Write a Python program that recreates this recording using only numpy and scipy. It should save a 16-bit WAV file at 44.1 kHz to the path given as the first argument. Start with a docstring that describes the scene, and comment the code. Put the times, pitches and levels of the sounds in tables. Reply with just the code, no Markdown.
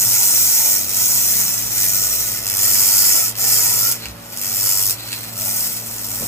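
"""Laser cleaning a steel connecting rod.

In a small workshop, mirrors sweep a pulsed beam to and fro about a hundred times a second. Each pass
over dirt throws out a burst of tiny blasts: a buzzing sizzle that thins on clean steel. Flakes pop,
the plume flares, the bore rings, heated air throbs. The machine's cooler hums under it all, with a
faint rumble, one soft thud and a dull bump at the end."""
import sys
import numpy as np
from scipy import signal
from scipy.fft import rfft, irfft, next_fast_len
from scipy.io import wavfile
from scipy.ndimage import uniform_filter1d

SR = 44100
rng = np.random.default_rng(int(sys.argv[2]) if len(sys.argv) > 2 else 0)


def wav_record(signal):
    """Record a signal, one row per channel, as 16-bit PCM in the file named by sys.argv[1]."""
    frames = np.transpose(np.atleast_2d(signal))
    bounded = np.clip(frames, -1, 1)
    # unit amplitude maps onto the largest positive 16-bit level
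    quanta = np.round(bounded * 32767).astype(np.int16)
    wavfile.write(sys.argv[1], SR, quanta)


N = 276507
FFT_SIZE = next_fast_len(N + SR // 10, True)
TIME_S, FREQS_HZ = np.arange(N) / SR, np.fft.rfftfreq(FFT_SIZE, 1 / SR)
SWEEP_HZ, WOBBLE_HZ = 97.57, 447

# Burn strength as the hand leads the beam. Each row: time in seconds, relative sizzle level in dB.
BURN_LEVEL = [(0.0, -16), (0.33, -15), (0.73, -16), (0.86, -25), (1.01, -16.5), (1.4, -17.5), (1.69, -25),
              (1.8, -17), (2.27, -21.5), (2.415, -29), (2.65, -15), (3.16, -14), (3.3, -22), (3.34, -30),
              (3.4, -20.5), (3.49, -15), (3.91, -18.5), (3.98, -37.5), (4.09, -41.5), (4.16, -52),
              (4.42, -26), (4.68, -17), (4.91, -19.5), (4.96, -38), (5.15, -31), (5.31, -36), (5.45, -22),
              (5.62, -21.5), (5.85, -31), (6.27, -24.5)]
# Dirt under the sweep. Each row: time in seconds, place, half width (both in half sweeps from centre).
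DIRT_PATCH = [(0, 0.29, 0.55), (.2, 0.31, 0.83), (.55, -0.06, 1.3), (.87, -0.68, 0.95), (1.05, -0.14, 0.96),
              (1.4, 0.073, 0.7), (1.62, -0.22, 1.1), (1.87, 0.76, 1.04), (2.1, 0.39, 1.04),
              (2.35, -0.44, 0.97), (2.47, 0.95, 0.3), (2.65, 0.92, 1.45), (3.15, 0.67, 1.23),
              (3.33, -0.7, 0.59), (3.47, 0.21, 1.1), (3.85, 0.9, 1.6), (4.0, -0.062, 1.1),
              (4.25, 0.06, 1.2), (4.38, 0.8, 0.92), (4.72, 0.98, 1.25), (4.9, 1, 0.56), (4.98, -0.35, 1.6),
              (5.11, -0.38, 0.85), (5.3, -.1, 0.94), (5.4, .7, 0.68), (5.58, 0.049, 1), (5.88, 0.24, 1.3),
              (6.1, 0.6, 0.81), (6.27, 0.24, 0.74)]
# Spectra on the rod's side, its cap and the bore's rim, and of the plume.
# Each row: frequency in Hz, relative density in dB.
SIDE_SPECTRUM = [(2500, -43), (4000, -15), (5400, -2), (6500, 2), (8000, -1), (9000, 2.5), (10000, 3),
                 (11000, -5), (12400, 3.5), (14000, 3), (14750, 2), (15300, -1)]
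CAP_SPECTRUM = [(2500, -28.5), (3950, -26), (4550, -4.5), (5300, -4.5), (6500, -1.5), (7800, -2), (8900, 1),
                (9800, -1), (11000, -2), (11700, 0), (12800, 0), (14000, -1.5), (15400, -2.5)]
RIM_SPECTRUM = [(2500, -45.5), (3900, -20), (4600, -9.5), (5300, -4), (6500, -3.5), (7700, -.5),
                (8900, -0.5), (9900, -1), (11600, -2), (12500, -1), (14000, 2.5), (15400, -2)]
PLUME_SPECTRUM = [(100, -15), (350, -0.5), (520, -4.5), (800, -1.5), (1100, -6), (1650, -4), (2400, 0.5),
                  (3200, 2.5), (4300, 2.5), (6000, -8.5), (15000, -14)]
# Resonances and notches of the air around rod and bench. Each row: centre in Hz, width in Hz, gain in dB.
AIR_MODES = [(1428, 290, 8.5), (1620, 67, -13.5), (1946, 370, 9), (2430, 100, 6), (5660, 290, 6),
             (6360, 230, -6.5), (6460, 380, 6), (7220, 320, -8.5), (7480, 450, 8), (9580, 210, -4.5),
             (15020, 350, 7.5)]
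# Scaling of those on side, cap and rim. Each row: pitch factor, depth factor.
AIR_MODE_SCALES = [(1.0, 0.87), (0.95, 1.32), (0.99, 0.38)]
# Faint ringing of the steel. Each row: centre in Hz, width in Hz, gain in dB.
ROD_MODES = [(6100, 24, 0), (6650, 18, 2), (7200, 27, 0), (7700, 67, 3), (8300, 45, 2.5), (11530, 56, 6),
             (13200, 27, 4), (14100, 110, 2.5)]
# Swells of the throb. Each row: time in seconds, half length in seconds, gain in dB.
THROB_SURGES = [(.85, 0.089, -40), (1.42, 0.086, -43), (2.67, 0.11, -39)]
# Compressor, fan and mains lines. Each row: frequency in Hz, rms level in dB.
HUM_LINES = [(100, -57), (300, -52.5), (344, -61.5), (458, -63), (573, -55.5), (630, -60.5), (1358, -67),
             (1474, -61.5)]
# One curve for each of motor harmonics 1 to 4. Each row: time in seconds, rms level in dB.
MOTOR_LEVELS = [
    [(0, -59), (.9, -56), (1.3, -51), (2.4, -47), (2.55, -53), (4.1, -61), (4.4, -55), (5.4, -59),
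     (6.1, -52)],
    [(0, -47), (.06, -37.5), (.33, -44.5), (.44, -40.5), (.66, -53), (.84, -60), (.95, -43.5), (2.0, -41),
     (2.12, -48), (2.4, -40.5), (2.95, -44.5), (3.3, -41), (3.45, -37.5), (3.8, -39.5), (4.15, -46),
     (4.42, -48), (4.55, -42), (5.4, -40.5), (5.65, -43.5), (6.27, -41)],
    [(.85, -62), (1.15, -49.5), (2.0, -50), (2.2, -59), (3.3, -60), (3.5, -49.5), (4.2, -47.5), (4.3, -63),
     (5.1, -60), (5.35, -49), (5.75, -47), (5.9, -66)],
    [(0, -49.5), (.58, -53), (.8, -46.5), (1.5, -50), (2.3, -50), (2.85, -46.5), (3.6, -52), (4, -47.5),
     (4.5, -47.5), (4.85, -59), (5.55, -42.5), (6.27, -50.5)],
]
# Cooler air noise. Each row: frequency in Hz, relative density in dB.
FAN_SPECTRUM = [(20, -8), (55, -2), (80, -11), (110, 6), (150, 2), (280, -3), (400, -1.5), (650, -1.5),
                (1200, -3.5), (2200, -13.5), (4000, -21), (15000, -14.5)]
# The beam grazes the rims of the bore and of gaps under the rod.
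# Each row: time in seconds, half length in seconds, pitch in Hz, width in Hz, level in dB.
RIM_GRAZES = [(.18, .09, 880, 300, -45.5), (0.144, .05, 675, 200, -48.5), (.16, .08, 1400, 130, -45),
              (0.635, .07, 880, 230, -42.5), (.66, .045, 680, 200, -45.5), (3.0, .16, 1380, 150, -50),
              (3.2, 0.06, 1365, 170, -44), (3.2, .04, 760, 400, -40.5), (3.436, .05, 1390, 150, -41),
              (3.436, .05, 740, 380, -41.5), (3.68, .04, 950, 300, -44.5), (3.75, .09, 1325, 55, -35),
              (3.87, .05, 1350, 65, -37), (4.78, .09, 990, 240, -46), (5.44, .05, 635, 120, -42),
              (5.46, 0.1, 760, 260, -47), (5.44, .07, 1370, 110, -46)]
# Plume flares. Each row: time in seconds, half length in seconds, centre in Hz, level in dB.
PLUME_FLARES = [(0.164, 0.026, 2270, -32.5), (0.563, 0.11, 1980, -40.5), (1.35, 0.066, 1940, -40),
                (1.833, 0.058, 2000, -39), (2.254, 0.043, 2200, -57), (3.203, 0.03, 2210, -41),
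                (4.558, 0.034, 2400, -46)]
# Bursting flakes. Each row: start in seconds, spit level in dB, snap relative to spit in dB.
FLAKES = [(.2311, -3, -19), (.2365, -6, -19), (1.84, -10, -12), (2.374, -12, -14), (2.467, -6, -19),
          (2.478, -9, -19), (2.487, -8, -19), (2.4996, -6, -19), (2.517, -8, -19), (2.571, -8, -18),
          (3.354, -17, -9), (3.9143, -4, -21), (3.923, -7, -21), (4.037, -27, -2), (4.0568, -22, 5),
          (4.085, -24, -9), (4.3735, -11, -17), (4.4145, -12, -17), (4.467, -9, -20), (4.9075, -5, -19),
          (4.927, -12, -18), (5.089, -23, -6), (5.1294, -15, 1)]
# A flake's snap. Each row: frequency in Hz, relative density in dB.
SNAP_SPECTRUM = [(700, -24), (1400, -6), (2050, 9), (3200, 4), (4400, 13), (9000, -4), (15000, -16)]
# Passes over clean steel. Each row: time in seconds, half length in seconds, level in dB.
STEEL_PASSES = [(4.045, 0.045, -39), (5.03, 0.073, -38), (5.135, 0.036, -36), (5.21, 0.072, -42.5)]
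# Their rasp. Each row: frequency in Hz, relative density in dB.
STEEL_SPECTRUM = [(900, -23), (1500, -6), (2050, 4), (3300, -1), (4300, 14), (5600, -17), (9000, -23),
                  (15000, -19)]
# Dull bump. Each row: frequency in Hz, relative density in dB.
BUMP_SPECTRUM = [(40, -10), (110, -12), (230, 2), (320, -9), (420, -9), (560, -7), (750, -15), (3000, -30)]
# Balance as the spot moves. Each row: time in seconds, left minus right in dB.
SPOT_BALANCE = [(0, 0.1), (3.9, .1), (4.4, 1), (4.9, 0.5), (5.13, -0.5), (5.45, 1.1), (6.27, .8)]
# Wall echoes. Each row: frequency in Hz, T60 in seconds.
WALL_DECAY = [(200, 0.081), (2000, 0.093), (7000, 0.077), (15000, 0.062)]
# Mismatch of the two microphone ports. Each row: frequency in Hz, left minus right in dB.
PORT_BALANCE = [(300, -1.5), (2000, 0), (4600, -0.5), (5400, -4), (5950, 1), (6500, -2.5), (8500, -1),
                (10200, -3.5), (11700, -1), (12400, 1.5), (13200, .5), (14300, 3.5), (15200, .5)]
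# Their phase mismatch. Each row: frequency in Hz, left lead in radians.
PORT_LEAD = [(200, 0), (900, -0.86), (1400, 0.14), (1900, 0.83), (2700, -1.72), (3400, -0.21),
             (5000, -0.16), (5800, -0.12), (7500, 0.8), (9200, 0.45), (11000, 1.94), (12400, 0.12),
             (14000, -1.2), (15200, -0.58)]


def amp(db):
    """Decibels to gain."""
    return 10 ** (np.asarray(db) / 20)


def unit(x):
    """Scales to rms 1."""
    return x / np.sqrt(np.mean(x ** 2) + 1e-20)


def curves(rows):
    """Each value column of a time table, per sample."""
    times_s, *columns = np.transpose(rows)
    return [np.interp(TIME_S, times_s, column) for column in columns]


def spectrum(rows, hz=FREQS_HZ):
    """Interpolates a table over log frequency."""
    knots_hz, values = np.transpose(rows)
    return np.interp(np.log(hz + 1), np.log(knots_hz + 1), values)


def peaks_db(modes, shift=1, depth=1):
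    """Resonances as a dB curve, scaled in pitch and depth."""
    return depth * sum(db / (1 + (2 * (FREQS_HZ - shift * hz) / width) ** 2) for hz, width, db in modes)


def shaped(x, gain):
    """Filters by a gain curve over FREQS_HZ."""
    return irfft(rfft(x, FFT_SIZE) * gain, FFT_SIZE)[..., :N]


def colour(x, db):
    """Filters by a dB curve; white noise keeps its power."""
    return shaped(x, unit(amp(db)))


def bell(hz, half_width_hz):
    """Gain curve of one peak, height 1."""
    return 1 / (1 + ((FREQS_HZ - hz) / half_width_hz) ** 2)


def drift(rate_hz):
    """Low-passed noise, rms 1."""
    return unit(shaped(rng.standard_normal(N), bell(0, rate_hz)))


def swell(at_s, half_s):
    """Gaussian envelope, height 1."""
    return np.exp(-((TIME_S - at_s) / half_s) ** 2)


def swells(rows):
    """Summed gain of a table of swells."""
    return sum(amp(db) * swell(at_s, half_s) for at_s, half_s, db in rows)


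def after(at_s, fade_s=0.13):
    """Ramp from 0 to 1, centred on at_s."""
    return np.clip((TIME_S - at_s) / fade_s + .5, 0, 1)


def resonator(x, pitch_hz, width_hz):
    """Resonance with a pitch per sample; rms 1."""
    carrier = np.exp(2j * np.pi * np.cumsum(pitch_hz) / SR)
    pole = np.exp(-np.pi * width_hz / SR)
    baseband = signal.lfilter([(1 - pole) ** 2], [1, -2 * pole, pole * pole], x / carrier)
    return unit((carrier * baseband).real)


def left_first(x, lag_samples=6):
    """Stereo pair; the right port lags."""
    return np.array([x, np.pad(x, (lag_samples, 0))[:N]])


def blast_noise(power, direct_share=0.93, scatter_s=0.0021):
    """Stereo noise following a power curve; a part scatters and lingers differently at each port."""
    direct = np.sqrt(direct_share * power) * rng.standard_normal(N)
    pole = np.exp(-1 / (scatter_s * SR))
    lingering = signal.lfilter([1 - pole], [1, -pole], power + 1e-20)
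    return left_first(direct) + np.sqrt((1 - direct_share) * lingering) * rng.standard_normal((2, N))


def steadied(power, samples):
    """Divides out the running mean, leaving the fast pattern."""
    return power / uniform_filter1d(uniform_filter1d(power, samples), samples)


def beam_on_dirt(clean_floor=0.022, edge_exponent=2.6, wobble_depth=.35):
    """Beam overlap with dirt, mean near 1: two bursts a sweep on a central patch, one on an end patch."""
    place, half_width = curves(DIRT_PATCH)
    spot = np.cos(2 * np.pi * (SWEEP_HZ * TIME_S - .87))
    overlap = clean_floor + np.exp(-abs((spot - place) / half_width) ** edge_exponent)
    wobble = 1 + wobble_depth * np.cos(2 * np.pi * WOBBLE_HZ * TIME_S + 2.55 * drift(2.3))
    return steadied(overlap * wobble, samples=452)


def blasts(beam, sizzle_db, grain_db=1.5):
    """Crackle of pulses blowing off random amounts; thin dirt comes off less evenly."""
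    uneven_db = 1 + 0.0854 * (sizzle_db.max() - sizzle_db)
    power = beam * amp(uneven_db * drift(490) + grain_db * drift(6800)) ** 2
    surge = amp(0.43 * uneven_db * drift(34)) ** 2
    return blast_noise(steadied(power, samples=1400) * surge)


def sizzle(crackle, sizzle_db, gain_db=3, cap_s=2.32, rim_s=4.8):
    """Treble of the blasts, coloured by air and steel as the spot moves from side to cap to rim."""
    spectra = SIDE_SPECTRUM, CAP_SPECTRUM, RIM_SPECTRUM
    side, cap, rim = (colour(crackle, spectrum(rows) + peaks_db(AIR_MODES, *scale) + peaks_db(ROD_MODES))
                      for rows, scale in zip(spectra, AIR_MODE_SCALES))
    on_cap, on_rim = after(cap_s), after(rim_s)
    return amp(sizzle_db + gain_db) * ((1 - on_cap) * side + (on_cap - on_rim) * cap + on_rim * rim)


def plume_rasp(crackle, burn_db, gaps_hz=(690, 917), gap_db=-23, second_pass_s=4.26):
    """Lower rasp of the plume, with air pockets ringing at roaming pitches; weaker on the second pass."""
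    plume = colour(crackle, spectrum(PLUME_SPECTRUM) + peaks_db(AIR_MODES) + peaks_db(ROD_MODES))
    gaps = sum(resonator(crackle, hz * np.exp(0.037 * drift(1.3)), width_hz=190) for hz in gaps_hz)
    level_db = -31 + 0.39 * burn_db - 1.5 * after(second_pass_s)
    return amp(level_db) * (plume + amp(gap_db) * gaps)


def bore_ring(crackle, burn_db):
    """The blasts ring the bore, following the burn."""
    return amp(-52.5 + 0.54 * burn_db) * shaped(crackle, unit(bell(hz=1350, half_width_hz=62)))


def heated_air(beam, burn_db, throb_band_hz=(70, 300), whine_db=-49):
    """Heated air throbs with the sweep and briefly whines at the wobble rate."""
    throb = signal.sosfilt(signal.butter(1, throb_band_hz, "band", fs=SR, output="sos"), beam - 1)
    throb_gain = amp(-44 + 0.18 * burn_db) + swells(THROB_SURGES)
    whine = unit(shaped(beam - 1, bell(WOBBLE_HZ, half_width_hz=14)))
    return throb_gain * throb + amp(whine_db) * swell(at_s=3.6, half_s=0.38) * whine


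def cooler(motor_hz=57.3, waver_db=2.5, flutter_db=1.55, lean_db=1, air_db=-41.5):
    """Wavering hum lines over fan air that is alike at both ports only in the bass."""
    lines = [(hz, db + waver_db * drift(1.8)) for hz, db in HUM_LINES]
    for harmonic, rows in enumerate(MOTOR_LEVELS, 1):
        lines.append((harmonic * motor_hz, curves(rows)[0] + flutter_db * drift(6)))
    clock_s = TIME_S + 99e-6 * drift(1.7)  # motor speed wanders
    hum = sum(amp(db) * np.sqrt(2) * np.sin(2 * np.pi * (hz * clock_s + rng.random())) for hz, db in lines)
    common, opposed = colour(rng.standard_normal((2, N)), spectrum(FAN_SPECTRUM))
    opposed = shaped(opposed, amp(spectrum([(100, -14), (300, -2.5), (1000, -1.5)])))
    air = np.array([common + opposed, common - opposed])
    return hum * amp([[-lean_db], [lean_db]]) + amp(air_db) * air


def rumble(level_db=-60.5):
    """Faint low noise in the room."""
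    shape_db = spectrum([(15, -13), (35, -13), (58, 12), (90, -16), (200, -40), (2000, -90)])
    return amp(level_db) * colour(rng.standard_normal(N), shape_db)


def ring_up(crackle, at_s, half_s, hz, width_hz, db, rise_per_s=0.37):
    """A resonance swells out of the crackle, sliding up as the spot moves on."""
    near = abs(TIME_S - at_s) < 3 * half_s
    pitch_hz = hz * (1 + rise_per_s * (TIME_S[near] - at_s))
    ring = np.zeros((2, N))
    ring[:, near] = resonator(crackle[:, near], pitch_hz, width_hz)
    return amp(db) * swell(at_s, half_s) * ring


def grazes(crackle):
    """Bore and gaps ring up when the beam grazes their rims."""
    return sum(ring_up(crackle, *row) for row in RIM_GRAZES)


def flares(crackle, width_hz=700):
    """The plume flares on thicker specks."""
    return sum(ring_up(crackle, at_s, half_s, hz, width_hz, db) for at_s, half_s, hz, db in PLUME_FLARES)


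def shock_fronts(width_s=52e-6, gain_db=8, bench_delay_s=.00115, bench_gain=.5, low_cut_hz=1500):
    """One push and pull per flake, then its bench echo; too small to carry bass."""
    pressure = np.zeros(N)
    for start_s, db, snap_db in FLAKES:
        near = abs(TIME_S - start_s) < .005
        for delay_s, gain in ((0, 1), (bench_delay_s, bench_gain)):
            u = (TIME_S[near] - start_s - delay_s) / width_s
            pressure[near] -= gain * amp(db + snap_db + gain_db) * u * np.exp(.5 * (1 - u ** 2))
    low_cut = signal.butter(2, low_cut_hz, "high", fs=SR, output="sos")
    return left_first(signal.sosfilt(low_cut, pressure))


def flake_pops(decay_s=.0013):
    """Flakes burst: a sharp front, a short treble spit and a lower snap."""
    spit_gain, snap_gain = np.zeros((2, N))
    for start_s, db, snap_db in FLAKES:
        age_s = np.clip(TIME_S - start_s, 0, .1)
        burst = amp(db) * (age_s > 0) * np.exp(-age_s / decay_s)
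        spit_gain += burst
        snap_gain += amp(snap_db) * burst
    spit = colour(blast_noise(spit_gain ** 2), spectrum(CAP_SPECTRUM))
    snap = colour(blast_noise(snap_gain ** 2), spectrum(SNAP_SPECTRUM))
    return shock_fronts() + spit + snap


def steel_rasp(crackle):
    """Thin rasp as the beam crosses clean steel."""
    return swells(STEEL_PASSES) * colour(crackle, spectrum(STEEL_SPECTRUM))


def thud(hz=62, level_db=-38):
    """Soft, deep thud: a short swell of one tone."""
    return amp(level_db) * np.sqrt(2) * np.sin(2 * np.pi * hz * TIME_S) * swell(at_s=4.1, half_s=.05)


def bump(level_db=-32):
    """Dull bump: a short swell of low noise."""
    noise = colour(rng.standard_normal(N), spectrum(BUMP_SPECTRUM))
    return amp(level_db) * noise * swell(at_s=6.235, half_s=0.04)


def reflections(t60_rows, first_s):
    """Random-sign echoes for each port, decaying band by band; energy 1."""
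    size = SR // 4
    taps = rng.choice([-1., 1.], (2, size)) * (TIME_S[:size] > first_s)
    hz, age_s, bands = signal.stft(taps, SR, nperseg=128)
    decay = amp(-60 * age_s / spectrum(t60_rows, hz)[:, None])
    tail = signal.istft(bands * decay, SR, nperseg=128)[1]
    return tail / np.linalg.norm(tail, axis=1, keepdims=True)


def workshop(x, bench_db=-7, bench_t60_s=0.034, walls_db=-5, change_hz=3.36):
    """Bench echo and a short wall tail; three sets of paths crossfade as the spot moves."""
    shares = np.array([drift(change_hz) for _ in range(3)])
    mix = x
    for share in shares / np.linalg.norm(shares, axis=0):
        bench = amp(bench_db) * reflections([(100, bench_t60_s), (16000, bench_t60_s)], first_s=.001)
        walls = amp(walls_db) * reflections(WALL_DECAY, first_s=.005)
        mix = mix + signal.oaconvolve(share * x, bench + walls, axes=1)[:, :N]
    return mix / np.linalg.norm(amp([0, bench_db, walls_db]))


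def port_mismatch(x):
    """The two ports differ in colour and phase."""
    left = amp(spectrum(PORT_BALANCE) / 2) * np.exp(.5j * spectrum(PORT_LEAD))
    return shaped(x, np.array([left, 1 / left]))


def scene(full_burn_db=-13):
    """The laser in the workshop, over the cooler and the low noises."""
    slip_db = -14 * swell(at_s=3.335, half_s=0.029)  # beam slips off the cap
    sizzle_db = curves(BURN_LEVEL)[0] + slip_db
    burn_db = sizzle_db - full_burn_db  # 0 on thick dirt
    beam = beam_on_dirt()
    crackle = blasts(beam, sizzle_db)
    laser = sizzle(crackle, sizzle_db) + plume_rasp(crackle, burn_db) + bore_ring(crackle, burn_db)
    laser += grazes(crackle) + flares(crackle) + flake_pops() + steel_rasp(crackle)
    lean = amp(curves(SPOT_BALANCE)[0] / 2)
    laser = port_mismatch(workshop(laser * np.array([lean, 1 / lean])))
    return laser + heated_air(beam, burn_db) + cooler() + rumble() + thud() + bump()


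def record(dry, ceiling=.95, cutoff_hz=15520):
    """Soft peak limit, then a steep low-pass."""
    limited = dry / (1 + (dry / ceiling) ** 6) ** (1 / 6)
    low_pass = signal.firwin(601, cutoff_hz, window=("kaiser", 9), fs=SR)
    return signal.oaconvolve(limited, low_pass[None], "same")


dry = scene()
out = record(dry)
wav_record(out)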